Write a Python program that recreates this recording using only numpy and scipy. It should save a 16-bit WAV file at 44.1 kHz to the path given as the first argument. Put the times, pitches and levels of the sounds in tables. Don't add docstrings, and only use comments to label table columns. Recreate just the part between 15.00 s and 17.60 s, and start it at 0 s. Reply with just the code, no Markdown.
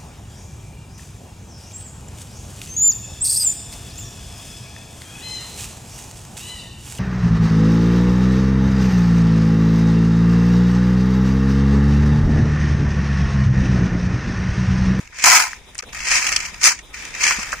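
import sys
import numpy as np
from scipy import signal
from scipy.fft import rfft, irfft, next_fast_len
from scipy.io import wavfile
from scipy.ndimage import uniform_filter1d

SR = 44100
rng = np.random.default_rng(int(sys.argv[2]) if len(sys.argv) > 2 else 0)


def boost(x):
    u = np.asarray(x, float) / 20
    return 10 ** u


def file_out(sig):
    cols = np.atleast_2d(sig).T
    lim = np.clip(cols, -1, 1)
    pcm = np.round(lim * 32767).astype(np.int16)
    wavfile.write(sys.argv[1], SR, pcm)


N = 114660
CUT_S = 0.8095


def evened(x):
    return x / np.sqrt(np.mean(x ** 2) + 1e-20)


def read(points, hz):
    point_hz, value = np.transpose(points)
    return np.interp(np.log(hz + 1), np.log(point_hz + 1), value)


def colour(x, db_of):
    log_gain = np.log(boost(db_of(abs(np.fft.fftfreq(4096, 1 / SR)))))
    taps = np.fft.ifft(np.exp(np.conj(signal.hilbert(log_gain)))).real[:2048]
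    return signal.oaconvolve(x, taps[None], axes=1)[:, :N]


def wobble(grain_s):
    size = max(int(grain_s * SR), 1)
    drift = uniform_filter1d(rng.standard_normal(N), size)
    return evened(uniform_filter1d(drift, size))


def rung(x, modes):
    t = np.arange(5000) / SR
    taps = sum(boost(db - 60 * t / t60_s) * np.sin(2 * np.pi * hz * t) for hz, db, t60_s in modes)
    return evened(signal.oaconvolve(x, taps[None], axes=1)[:, :N])


# pitch_hz, density_db_per_hz
YARD_HUM = [(100, -2.5), (400, 1), (1000, -2), (2300, -17.5), (3700, 15.5), (4600, -28), (10000, -10),
            (15500, -19)]
# pitch_hz, density_db_per_hz
WIND_TONE = [(15, -9), (50, 5.5), (100, -10), (220, -13), (500, -34)]
# time_s, level_db
GUSTS = [(0.0, -49), (0.22, -51), (0.27, -41), (0.3, -52), (0.6, -47), (0.83, -51.5), (0.85, -45),
         (1.04, -40), (1.06, -61), (1.12, -35.5), (1.23, -51), (1.34, -40), (1.83, -47), (2.6, -43.5)]


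def outdoors():
    t = np.arange(N) / SR
    hum = colour(rng.standard_normal((2, N)), lambda hz: read(YARD_HUM, hz) - 30 * (hz < 60))
    wind = colour(rng.standard_normal((2, N)), lambda hz: read(WIND_TONE, hz) - 40 * (hz > 700))
    hum_db = -46.5 + 3.7 * wobble(0.039) + 5 * (t > CUT_S)
    gust_db = np.interp(t, *np.transpose(GUSTS))
    return boost(hum_db) * evened(hum) + boost(gust_db) * evened(wind)


# start_s, level_db, pitch_hz, t60_s
PLOPS = [
    (0.098, -41, 395, 0.018),
    (0.832, -29.5, 480, 0.038),
    (2.385, -23, 211, 0.046),
]


def plops():
    out, t = np.zeros(N + 4000), np.arange(4000) / SR
    for start_s, level_db, pitch_hz, t60_s in PLOPS:
        at = round(start_s * SR)
        envelope = boost(level_db - 60 * t / t60_s) * np.minimum(t / 0.0016, 1)
        out[at:at + 4000] += envelope * np.sin(2 * np.pi * pitch_hz * t * (1 + 0.81 * t))
    return np.array([out[:N], 0.77 * out[:N]])


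# pitch_hz, density_db_per_hz
SHELL_TONE = [(150, -25), (500, -18), (1300, -13), (2400, -1), (4200, -6.5), (6300, -0.5), (9500, -14.5),
              (15500, -38.5)]


def shell_colour(x):
    return colour(x, lambda hz: read(SHELL_TONE, hz))


# start_s, peak_db, pitch_hz, length_s, crack_db
SINGLE_KNOCKS = [(0.0746, -20, 2500, 0.0033, -5.5), (0.186, -8.5, 1870, 0.0031, -6),
                 (0.532, -2.5, 2020, 0.0011, -46), (0.747, -23, 8400, 0.0049, -23),
                 (0.752, -17, 2120, 0.0057, -6.5), (0.78, -13, 7850, 0.0044, -13), (0.7885, -7, 5570, 0.0048, -6.5),
                 (0.792, -7.5, 4470, 0.0041, -6.5), (0.827, -20.5, 1840, 0.0053, -10),
                 (0.836, -22.5, 1370, 0.007, -6.5), (0.947, -12, 2260, 0.003, -7), (1.004, -6, 2520, 0.0028, -14),
                 (1.79, -19.5, 2430, 0.011, -11), (1.939, -21, 2300, 0.0016, -16), (2.149, -13, 2170, 0.0063, -10),
                 (2.5279, 0, 1480, 0.0055, -22),
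                 (2.308, -2, 1380, 0.0093, -21), (2.528, -20.5, 600, 0.024, -28), (2.536, -7.5, 1420, 0.011, -14),
         (2.519, -16.5, 2400, 0.015, 0), (2, -18, 2300, .006, -12), (.923, -27, 2400, .01, -15),
         (2.386, -21.5, 1020, 0.041, 0), (2.49, -19, 1770, 0.0093, -4), (.886, -26.5, 2640, 0.037, -13.5),
         (1.3625, -1, 3300, 0.015, -26), (2.318, -8, 2350, 0.032, -14), (.12, -27.5, 1860, 0.056, -20),
         (1.638, -6, 9000, .002, -2)]
# start_s, peak_db, pitch_hz, length_s
MORE_KNOCKS = [(0.2233, -12, 6740, 0.015), (0.2406, 7, 940, 0.0046), (0.2696, 4.5, 1136, 0.018),
               (1.05, -12, 2650, 0.02), (1.075, -7.5, 2400, 0.014), (1.116, -2.5, 2420, 0.011),
               (1.153, -5, 5670, 0.01), (1.1676, -5, 2570, 0.032), (1.265, -3, 2860, 0.017),
               (1.283, -6, 2650, 0.014), (1.323, -4.5, 2550, 0.02), (1.3615, 1, 5060, 0.011),
               (1.401, -9.5, 2720, 0.018), (1.45, -12, 2400, 0.023), (1.612, -13.5, 6160, 0.014),
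               (1.643, 2, 5800, 0.0022), (2.207, -14, 2220, 0.008), (2.2315, -6.5, 2340, 0.024),
               (2.276, -0.5, 2460, 0.018), (2.429, -9.5, 2550, 0.01)]


def knocks():
    ring, crack = np.zeros((2, N + 2000)), np.zeros((2, N + 2000))
    t = np.arange(2000) / SR
    common_crack_db = -4.5
    more_knocks = [(*row, common_crack_db) for row in MORE_KNOCKS]
    for start_s, peak_db, pitch_hz, length_s, crack_db in [*SINGLE_KNOCKS, *more_knocks]:
        u = t / max(length_s, 0.001)
        envelope = np.minimum(u / 0.12, 1) * boost(peak_db - 17 * u ** 1.4)
        ring_burst, crack_burst = rng.standard_normal((2, 2, 2000)) * envelope
        radius = np.exp(-np.pi * 0.4 * pitch_hz / SR)
        poles = [1, -2 * radius * np.cos(2 * np.pi * pitch_hz / SR), radius * radius]
        tone = signal.lfilter([1, 0, -1], poles, signal.lfilter([1], poles, ring_burst))
        at = round(start_s * SR)
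        ring[:, at:at + 2000] += tone * np.std(ring_burst) / np.std(tone)
        crack[:, at:at + 2000] += boost(crack_db) * crack_burst
    return boost(-11) * ring[:, :N] + boost(2.0) * shell_colour(crack)


def swarm(per_s, low_hz, high_hz, t60_s, tick, spread_db, kinds):
    size = boost(spread_db * np.minimum(rng.exponential(1, N), 4))
    hits = size * (rng.random(N) < per_s / SR)
    kind = rng.integers(0, kinds, N)
    t, out = np.arange(1500) / SR, np.zeros((2, N))
    for k in range(kinds):
        place, phase = rng.random((2, 2, 5, 1))
        ring_hz = low_hz * (high_hz / low_hz) ** place
        rings = np.sin(2 * np.pi * (ring_hz * t + phase)).sum(1) * boost(-60 * t / t60_s)
        snap = rng.standard_normal((2, len(t))) * boost(-60 * t / 0.0064)
        impact = evened(rings) + tick * evened(snap)
        out += signal.oaconvolve((hits * (kind == k))[None], impact, axes=1)[:, :N]
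    return out


# time_s, swell_db
SURGES = [(0.198, 7.5), (0.2412, 15), (0.252, -10.5), (0.2711, -2), (0.2824, 4.0), (0.3004, 12),
          (0.3184, 13), (0.329, 3.8), (0.371, 4), (0.4005, 5), (0.423, 5), (0.4377, 5), (0.47, 4.2),
          (0.5327, 3), (0.756, 4), (0.7895, 7), (0.8255, 16), (1.0073, 5), (1.0357, 4.4), (1.0579, 2),
          (1.071, 10.5), (1.0854, 4.0), (1.115, 6), (1.1565, 4), (1.1741, 1.5), (1.2229, 2), (1.2366, 3),
          (1.2458, 0.5), (1.257, 0), (1.2716, 7), (1.2915, 6.5), (1.3197, 9), (1.3365, 4.5), (1.364, 4),
          (1.4065, -6), (1.426, 3), (1.4633, 4.5), (1.5442, 12), (1.6411, 13.5), (1.6566, 11.5), (1.667, 1),
          (1.7202, 5), (1.791, 11), (1.944, 7.5), (2.053, 6.5), (2.1415, 12), (2.1525, 10.5), (2.2085, 7),
          (2.2393, 5.5), (2.2669, 8), (2.2835, 6.5), (2.309, 4), (2.3653, 0), (2.3932, 4.6), (2.4225, 3),
          (2.434, 4), (2.5327, 10.7), (2.5924, 6)]


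def surges(t):
    rise_s, fall_s, lull_db = 0.0018, 0.004, -1.5
    swell_db = lull_db
    for s, db in SURGES:
        swell_db = swell_db + db * np.exp(-((t - s) / np.where(t < s, rise_s, fall_s)) ** 2)
    return swell_db


# pitch_hz, density_db_per_hz
BODY_TONE = [(100, -52), (500, -26.5), (950, -8.5), (1500, 0.5), (2200, -24.5), (4000, 9.5)]
# pitch_hz, level_db, t60_s
BOWL = [(1924, 9, 0.058), (2324, -6.5, 0.027), (2420, 6, 0.065), (2695, 16, 0.018)]
# pitch_hz, level_db, t60_s
BASKET = [(795, -10, 0.21), (967, -9.5, 0.28), (1028, 1.5, 0.053), (1301, 2.5, 0.076), (1430, 3.5, 0.024),
          (1790, -27, 0.38), (2020, 24.5, 0.048)]
# pitch_hz, width_hz
BOOM = [(860, 190), (1000, 90)]
# from_s, treble_db, boom_db
DRYNESS = [
    (0, -2.5, -5.5),
    (0.798, -3, -16.5),
    (1.6, 1.5, -32),
    (1.9, -4, -17),
]
# start_s, end_s, level_db
SPLASH_TAIL = (.793, .81, -34)
# time_s, activity_db, falls_weight_db
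FIRST_DROP = [
    (0, -39.5, -6),
    (.115, -47.5, -13),
    (0.138, -40.5, -10),
    (0.235, -22, -19),
    (0.24, -7, -5),
    (0.368, -10.5, -2),
    (0.442, -22.5, -2),
    (0.509, -32, -7.5),
    (.62, -48.5, -11),
]
SCOOP = [
    (.82, -45, -8.5),
    (0.92, -51, -24),
    (0.931, -32, -6),
    (1.049, -26.5, -12.5),
    (1.128, -13.5, -14.5),
    (1.26, -21.5, -8.5),
    (1.35, -25, -9),
    (1.48, -30, -6.5),
    (1.52, -37.5, -8),
]
SECOND_DROP = [
    (1.599, -37, -9.5),
    (1.623, -27.5, -8),
    (1.642, -7, -9),
    (1.677, -11, -9),
    (1.725, -24, -4),
    (1.741, -32.5, -18),
    (1.799, -42.5, -13),
    (1.83, -52, -31),
    (1.925, -47.5, -3),
]
LAST_SCOOP = [
    (1.944, -32, -11.5),
    (2.05, -30.5, -13),
    (2.128, -35, -14),
    (2.201, -26, -11.5),
    (2.237, -14, -14),
    (2.325, -17, -10.5),
    (2.358, -23.5, -11),
    (2.47, -29.5, -9),
    (2.6, -36.5, -8),
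]


def shells():
    t = np.arange(N) / SR
    time_s, activity_db, weight_db = np.transpose([*FIRST_DROP, *SCOOP, *SECOND_DROP, *LAST_SCOOP])
    busy_db, weight_db = np.interp(t, time_s, activity_db), np.interp(t, time_s, weight_db)
    from_s, treble_db, boom_db = np.transpose(DRYNESS)
    handling = np.searchsorted(from_s, t, "right") - 1
    dry_db = treble_db[handling] + 0.1585 * (busy_db + 24.0)

    clicks = evened(shell_colour(swarm(2600, 1502, 12107, 0.043, 1.0, 2.55, kinds=36)))
    low = signal.sosfiltfilt(signal.butter(4, 3600, fs=SR, output="sos"), clicks)
    under = signal.sosfiltfilt(signal.butter(4, 10000, fs=SR, output="sos"), clicks)
    clicks = low + boost(dry_db) * (under - low) + boost(3.1 * dry_db) * (clicks - under)
    falls = swarm(700, 659.5, 2354, 0.026, 0.35, 1.2, kinds=20)
    falls = evened(colour(falls, lambda hz: read(BODY_TONE, hz)))

    start_s, end_s, tail_db = SPLASH_TAIL
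    busy = boost(busy_db + surges(t) + 0.8 * wobble(0.007))
    busy = busy + boost(tail_db) * ((t > start_s) & (t < end_s))
    heavy = busy * boost(weight_db)
    clatter = busy * clicks + boost(-11) * rung(busy * low, BOWL) * np.std(busy)
    boom_modes = [(hz, 0, 1.8 / width_hz) for hz, width_hz in BOOM]
    boom = rung(falls, boom_modes) * boost(boom_db[handling])
    basket = rung(heavy * falls, BASKET) * np.std(heavy)
    return boost(2.5) * clatter + heavy * (falls + boom) + boost(-4.5) * basket


# pitch_hz, likeness
LIKENESS = [(60, 0.85), (300, 0.83), (650, 0.64), (1500, 0.65), (3000, 0.22), (6000, 0.25), (9000, 0),
            (12000, 0)]
# pitch_hz, level_db
LEAN = [(200, -.5), (700, -0.5), (1400, 1.2), (2400, 0.5), (5500, 5.5), (8500, -7), (12000, 3.5)]


def ports(pair):
    size = next_fast_len(N)
    hz = np.fft.rfftfreq(size, 1 / SR)
    a, b = rfft(pair, size)
    same, lean = np.clip(read(LIKENESS, hz), 0, 1), boost(read(LEAN, hz) / 2)
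    u, v = np.sqrt((1 + same) / 2), np.sqrt((1 - same) / 2)
    return irfft(np.array([(u * a + v * b) * lean, (u * a - v * b) / lean]), size)[:, :N]


def scene():
    return ports(shells() + knocks() + plops() + outdoors())


# pitch_hz, width_hz, depth_db
DIPS = [(3450, 520, -10), (3740, 180, -6), (12100, 450, -8), (13800, 350, -5)]


def microphones(x):
    edge_hz = 15600
    return colour(x, lambda hz: sum(db / (1 + ((hz - f) / w) ** 2) for f, w, db in DIPS) - 50 * (hz > edge_hz))


def smoothed(x, bins, frames):
    return uniform_filter1d(uniform_filter1d(x, size=bins, axis=0), size=frames, axis=1)


# pitch_hz, margin_db
MARGIN = [(2900, -30), (3300, -6.5), (4500, -7), (7500, -6.5), (9500, -1.5), (11000, .8), (15000, 1.3)]


def thinned(x):
    hz, _, z = signal.stft(x, SR, nperseg=2048, noverlap=1536)
    power = (abs(z) ** 2).mean(0)
    band, mask = smoothed(power, 5, 2), smoothed(power, 91, 2)
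    column_hz = hz[:, None]
    loud_db = np.maximum(10 * np.log10(power.sum(0) + 1e-12) + 24, 0)
    spared_db = 0.17 * loud_db * (column_hz > 5000)
    wander = evened(smoothed(rng.standard_normal(power.shape), 16, 5))
    spared_db = spared_db + 2.6 * wander * np.clip(column_hz / 9000, 0.4, 1)
    keep = band > mask * boost(read(MARGIN, hz)[:, None] - spared_db) ** 2
    return signal.istft(z * keep, SR, nperseg=2048, noverlap=1536)[1][:, :N]


def low_pass(x):
    return signal.sosfilt(signal.butter(12, 15660, fs=SR, output="sos"), x)


def record(dry):
    limit_db, cut_length_s, cut_db, ceiling = -5.5, 0.0135, -20, 0.99
    power_db = 10 * np.log10(abs(uniform_filter1d((dry ** 2).mean(0), size=300)) + 1e-12)
    limited = dry / boost(np.maximum(power_db - limit_db, 0))
    heard = thinned(microphones(limited))
    away_s = abs(np.arange(N) / SR - CUT_S - cut_length_s / 2) - cut_length_s / 2
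    heard = heard * boost(cut_db * np.clip(-away_s / 0.00033, 0, 1))
    return low_pass(np.clip(heard, -ceiling, ceiling))


dry = scene()
out = record(dry)
file_out(out)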